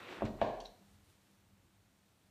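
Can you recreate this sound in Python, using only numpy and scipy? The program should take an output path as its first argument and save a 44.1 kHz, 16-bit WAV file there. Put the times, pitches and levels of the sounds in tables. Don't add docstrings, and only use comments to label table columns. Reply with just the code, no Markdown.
import sys
import numpy as np
from scipy import signal
from scipy.io import wavfile

SR = 44100
rng = np.random.default_rng(int(sys.argv[2]) if len(sys.argv) > 2 else 0)


def pcm_store(signal):
    levels = np.round(np.clip(np.atleast_2d(signal), -1, 1) * 32767)
    wavfile.write(sys.argv[1], SR, levels.astype(np.int16).T)


def gain_from_db(level_db):
    decades = np.asarray(level_db, float) / 20
    return 10 ** decades


N = 101430

# t/s, level/dB
CLOTH_LEVEL = [(0, -55.5), (.09, -54.5), (.17, -53.5), (.22, -55.5), (.26, -55.5), (.3, -68), (.36, -85),
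               (.41, -56.5)]
# t/s, top f/Hz
CLOTH_TOP = [(0, 4570), (.03, 3670), (.07, 3230), (.13, 4627), (.175, 4530), (.19, 3014), (.23, 2700),
             (.3, 2000), (.41, 3010)]
# f/Hz, level/dB per Hz
CLOTH_COLOUR = [(55, -34.5), (100, -13.5), (350, 1), (600, -4), (2200, -5.5), (4300, -14), (5200, -17.5),
                (14000, -13.5)]
# t/s, level/dB
FUR_LEVEL = [(.45, -94), (.6, -79.5), (.8, -79.5), (.93, -74.5), (1.02, -77.5), (1.1, -72), (1.18, -79),
             (1.3, -77), (1.5, -84), (1.9, -82.5), (2.1, -79.5), (2.3, -80.5)]
# f/Hz, level/dB per Hz
FUR_COLOUR = [(300, -3), (1500, -4), (5000, -1.5), (7000, -8.5), (8800, -2), (10000, -4), (11000, -13),
              (14000, -17.5)]
# t/s, peak level/dB, pitch f/Hz, crack level/dB, share sent to the room/dB, t60/s
KNOCKS = [
    (.0700, -50, 800, -70, -4, .008),
    (.0950, -49, 340, -70, -3, .016),
    (.1050, -48, 300, -70, -4, .014),
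    (.1200, -50, 400, -70, -4, .014),
    (.2085, -37, 820, -66, -9, .007),
    (.2211, -22.5, 680, -58, -6, .006),
    (.2213, -33, 1050, -80, -16, .005),
    (.4153, -19, 720, -38, 0, .008),
    (.4166, -30, 1050, -80, -8, .006),
]
# f/Hz, level/dB per Hz
CRACK_COLOUR = [(700, -6), (1300, -0.5), (2100, 15.5), (3300, 9), (4400, -28), (5500, -16), (9000, -40),
                (15000, -45)]
# t/s, level/dB
THUDS = [
    (0.2218, -28),
    (.285, -44.5),
    (0.311, -45),
    (0.415, -35.5),
]
# f/Hz, level/dB, t60/s, lag/s
BOARDS = [(57.75, -17, 0.1, 0.015), (90.5, -11, .2, .012), (117.3, -3, 0.11, 0.016), (140, -11, .13, .012),
          (180, -14, .2, .01), (221.3, -6, 0.22, .008), (289, -3.5, 0.11, .004), (340, -9.5, .1, 0.0032),
          (404, -13.5, 0.11, 0.0015), (546.4, -10, 0.07, 0.0043)]
# f/Hz, level/dB, t60/s
KNOCK_MODES = [(530.4, -27.5, .45), (565, -29, .4), (678, -15.5, .35), (634, -17, 0.49), (785, -37.5, 0.34),
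               (940, -19.5, 0.37), (1081, -22, .2), (1184, -35, 0.49), (1690, -37, .28), (2160, -42.5, .3),
               (2564, -40, 0.44), (2467, -43, .4), (3410, -46, 0.31), (4100, -51, 0.38)]
# t/s, level/dB
SWAY_LEVEL = [(.15, -100), (.19, -60.5), (.33, -53.5), (.45, -62), (.6, -57), (.7, -66), (.75, -100)]
# t/s, peak level/dB, pitch
# f/Hz, t60/s
TICKS = [(0.0311, -46, 1360, 0.018), (0.151, -42, 1470, 0.01), (0.171, -51, 2010, .02),
         (0.212, -47, 2550, 0.005), (0.254, -46, 1500, 0.014), (.291, -61, 3650, 0.014),
         (0.317, -62, 3610, .012), (.389, -47, 1139, .01), (0.4152, -55, 3100, 0.0091),
         (.4142, -42, 3500, 0.015), (.4148, -39.5, 2290, .01), (.416, -32, 1750, .012),
         (.4215, -44.5, 2313, 0.011), (0.6028, -46, 3130, 0.012), (0.604, -46, 5730, 0.0085),
         (0.605, -55, 7100, 0.0052), (0.6073, -51, 5300, 0.0055), (0.606, -45, 4470, 0.02),
         (0.607, -59, 4010, 0.02), (0.61, -50.5, 3200, 0.015), (0.6143, -52, 3300, 0.011),
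         (0.649, -56, 5640, 0.01), (0.6539, -46.5, 3900, 0.036), (0.6578, -38.5, 4120, 0.012),
         (0.66, -49, 3890, 0.015), (.665, -50, 3760, 0.018), (0.668, -51, 5760, 0.015),
         (.674, -56, 5530, .012)]
# t/s, level/dB, attack/s, release/s, top f/Hz
SCUFFS = [
    (.2525, -58, .002, .006, 8000),
    (.258, -54, .005, .02, 4900),
    (.4150, -44, .0008, .011, 3600),
    (.425, -55, .004, .055, 4600),
    (.43, -68, .01, .07, 7200),
    (.6030, -57, .0005, .0015, 10000),
    (.615, -61, .004, .006, 6800),
    (.656, -60, .008, .012, 6000),
    (.660, -69, .008, .01, 14500),
    (1.10, -67, .012, .015, 14800),
]
# f/Hz, t60/s
ROOM_T60 = [(60, 0.24), (300, 0.78), (700, 0.77), (2000, 0.64), (5000, 0.8), (12000, 1)]
# f/Hz, level/dB
ROOM_COLOUR = [(100, 0), (350, 2), (550, 4), (700, -10.5), (1000, 2.5), (1500, 4.5), (2500, -4.5),
               (8000, -1)]
# lag/s, level/dB
ECHOES = [(.0034, -4), (.0087, -7), (.0122, -8), (.0165, -13), (.033, -11), (.048, -13)]
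# f/Hz, level/dB
AIR_COLOUR = [(15, -49), (25, -23), (95, -24), (131, -3.5), (202, -10.5), (231, -1), (404, -12.5),
              (637, -12), (15000, -28)]
# t/s, share/0-1
RUMBLE_CUT = [(0, 1), (.14, 1), (.18, 0), (2.3, 0)]
# f/Hz, width/Hz, level/dB
HUM = [(99, 18, -72.5), (177, 11, -81), (199.86, 2.5, -76)]
# t/s, level/dB
HUM_SWELL = [(0, -1), (.8, -6.5), (.92, 5), (1.1, 1.5), (1.25, -5.5), (1.5, 2), (1.85, 1), (1.95, -6.5),
             (2.3, 2)]
# t/s, level/dB
BACKGROUND_GAIN = [(0, 7.5), (.6, 4), (.75, 3), (1.0, 0.5), (1.5, -0.5), (2.3, -1.5)]
# t/s, level/dB
ACTION_GAIN = [(0, 0), (.64, 0), (.72, -6), (.8, -11), (1.0, -14), (2.3, -14)]
# f/Hz, width/Hz, depth/0-1
MIC_DIPS = [(5070, 900, 0.3), (10660, 1500, 0.5)]


def rms_one(x):
    return x / np.sqrt(np.mean(x ** 2) + 1e-20)


def in_time(rows):
    s, value = np.transpose(rows)
    return np.interp(np.arange(N) / SR, s, value)


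def at_hz(points, hz):
    table_hz, value = np.transpose(points)
    return np.interp(np.log(hz), np.log(table_hz), value)


def filtered(x, order, hz, kind="low"):
    return signal.sosfilt(signal.butter(order, hz, kind, fs=SR, output="sos"), x)


def drift(rate_hz):
    r = np.exp(-2 * np.pi * rate_hz * 40 / SR)
    noise = rng.standard_normal(N // 40 + 2002)
    slow = signal.lfilter([1], [1, -2 * r, r * r], noise)[2000:]
    return np.interp(np.arange(N) / 40, np.arange(len(slow)), rms_one(slow))


def ring(clicks, hz, t60):
    r, w = gain_from_db(-60 / (t60 * SR)), 2 * np.pi * hz / SR
    return signal.lfilter([0, np.sin(w)], [1, -2 * r * np.cos(w), r * r], clicks + 1e-18)


def click(s, db):
    out = np.zeros(N)
    out[int(s * SR)] = gain_from_db(db)
    return out


def bands(sources, gain):
    edges = 22 * 2 ** np.arange(0, 9.6, .5)
    total = 0
    for k, (lo, hi) in enumerate(zip(edges, edges[1:])):
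        total = total + gain(np.sqrt(lo * hi)) * filtered(sources[k % 2], 2, [lo, hi], "band")
    return total


def rustle(colour, level_db, top_hz, patchy_db):
    grains_per_s, spread_db = 4000, 2.5
    present = rng.random((2, N)) < grains_per_s / SR
    size = gain_from_db(spread_db * np.minimum(rng.exponential(1, (2, N)), 4))
    grains = present * size * rng.choice([-1, 1], (2, N))
    shared = drift(15)

    def gain(hz):
        patchy = patchy_db * (shared + drift(25))
        return gain_from_db(at_hz(colour, hz) + patchy) / np.sqrt(1 + (hz / top_hz) ** 6)

    return gain_from_db(level_db) * rms_one(bands(grains, gain))


def cloth_slide():
    leaving = np.clip((.44 - np.arange(N) / SR) / .04, 0, 1)
    cloth = rustle(CLOTH_COLOUR, in_time(CLOTH_LEVEL) + 2.5, in_time(CLOTH_TOP), patchy_db=1.1)
    return filtered(leaving * cloth, 4, 130, "high")


def room_tone():
    noise = rng.standard_normal((2, N))
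    air = rms_one(bands(noise, lambda hz: gain_from_db(at_hz(AIR_COLOUR, hz) + 0.2 * drift(17))))
    lines = []
    for hz, width, db in HUM:
        lines.append(gain_from_db(db) * rms_one(ring(rng.standard_normal(N), hz, 1.6 / width)))
    hum = gain_from_db(in_time(HUM_SWELL)) * lines[0] + sum(lines[1:])
    tone = gain_from_db(-72.5) * air + hum
    cut = in_time(RUMBLE_CUT)
    return cut * filtered(tone, 4, 90, "high") + (1 - cut) * tone


def ticks():
    t = np.arange(N) / SR
    touches = sum(ring(click(s, db), hz, t60) for s, db, hz, t60 in TICKS)
    out = filtered(touches, 2, 7500)
    for s, db, attack, release, top_hz in SCUFFS:
        hiss = filtered(rng.standard_normal(N), 4, [0.35 * top_hz, top_hz], "band")
        swell = np.exp(-np.where(t < s, (s - t) / attack, (t - s) / release))
        out = out + gain_from_db(db) * rms_one(hiss) * swell
    return out


def room():
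    first_echo_s = 0.0078
    t = np.arange(SR) / SR
    noise = rng.standard_normal((2, SR))
    tail = bands(noise, lambda hz: gain_from_db(at_hz(ROOM_COLOUR, hz) - 60 * t / at_hz(ROOM_T60, hz)))
    early = np.zeros(SR)
    for lag, db in ECHOES:
        early[int(lag * SR)] = gain_from_db(db)
    return early, tail * (t > first_echo_s)


def knocks():
    pop, send = np.zeros(N), np.zeros(N)
    crack_fade = gain_from_db(-60 * np.arange(2000) / SR / .0004)
    for s, db, hz, crack_db, send_db, pop_t60 in KNOCKS:
        hit = ring(ring(click(s, 0), hz, pop_t60), hz, pop_t60)
        hit = hit / np.abs(hit).max() * gain_from_db(db)
        burst = np.abs(rng.standard_normal((2, 2000))) * crack_fade
        crack = bands(burst, lambda band_hz: gain_from_db(at_hz(CRACK_COLOUR, band_hz)))
        crack = crack / np.abs(crack).max()
        hit = hit + signal.fftconvolve(click(s - .0012, crack_db + 1.0), crack)[:N]
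        send += gain_from_db(send_db) * hit
        pop += hit
        for mode_hz, level_db, t60 in KNOCK_MODES:
            pop += ring(click(s + .003, db + send_db + level_db), mode_hz, t60)
    return pop, send


def board_thuds():
    thud = np.zeros(N)
    for s, db in THUDS:
        for hz, level_db, t60, lag in BOARDS:
            thud += ring(click(s + lag, db + level_db), hz, t60)
    return filtered(thud, 2, 600)


def joists():
    pitch_hz = 40 * (1 + .03 * drift(3))
    return np.sqrt(2) * gain_from_db(in_time(SWAY_LEVEL)) * np.sin(2 * np.pi * np.cumsum(pitch_hz) / SR)


def fur_settle():
    return rustle(FUR_COLOUR, in_time(FUR_LEVEL), SR, patchy_db=.4)


def scene():
    cloth = cloth_slide()
    background = gain_from_db(in_time(BACKGROUND_GAIN)) * room_tone()
    tick = ticks()
    early, tail = room()
    pop, send = knocks()
    thud = board_thuds()
    wet = signal.fftconvolve(send, early + gain_from_db(-29.5) * tail)
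    wet = wet + signal.fftconvolve(thud, gain_from_db(-40) * tail)
    wet = wet + signal.fftconvolve(tick, gain_from_db(-36) * tail)
    action = (pop + thud + tick + cloth + wet[:N]) * gain_from_db(in_time(ACTION_GAIN))
    return (action + joists() + fur_settle() + background)[None]


def roll_off(x):
    return signal.sosfilt(signal.butter(12, 15200, fs=SR, output="sos"), x)


def record(dry):
    mix = filtered(dry, 4, 32, "high")
    mix = signal.sosfilt(signal.ellip(12, .5, 60, 15250, fs=SR, output="sos"), mix)
    for hz, width, depth in MIC_DIPS:
        mix = mix - depth * filtered(mix, 1, [hz - width / 2, hz + width / 2], "band")
    return roll_off(mix)


dry = scene()
out = record(dry)
pcm_store(out)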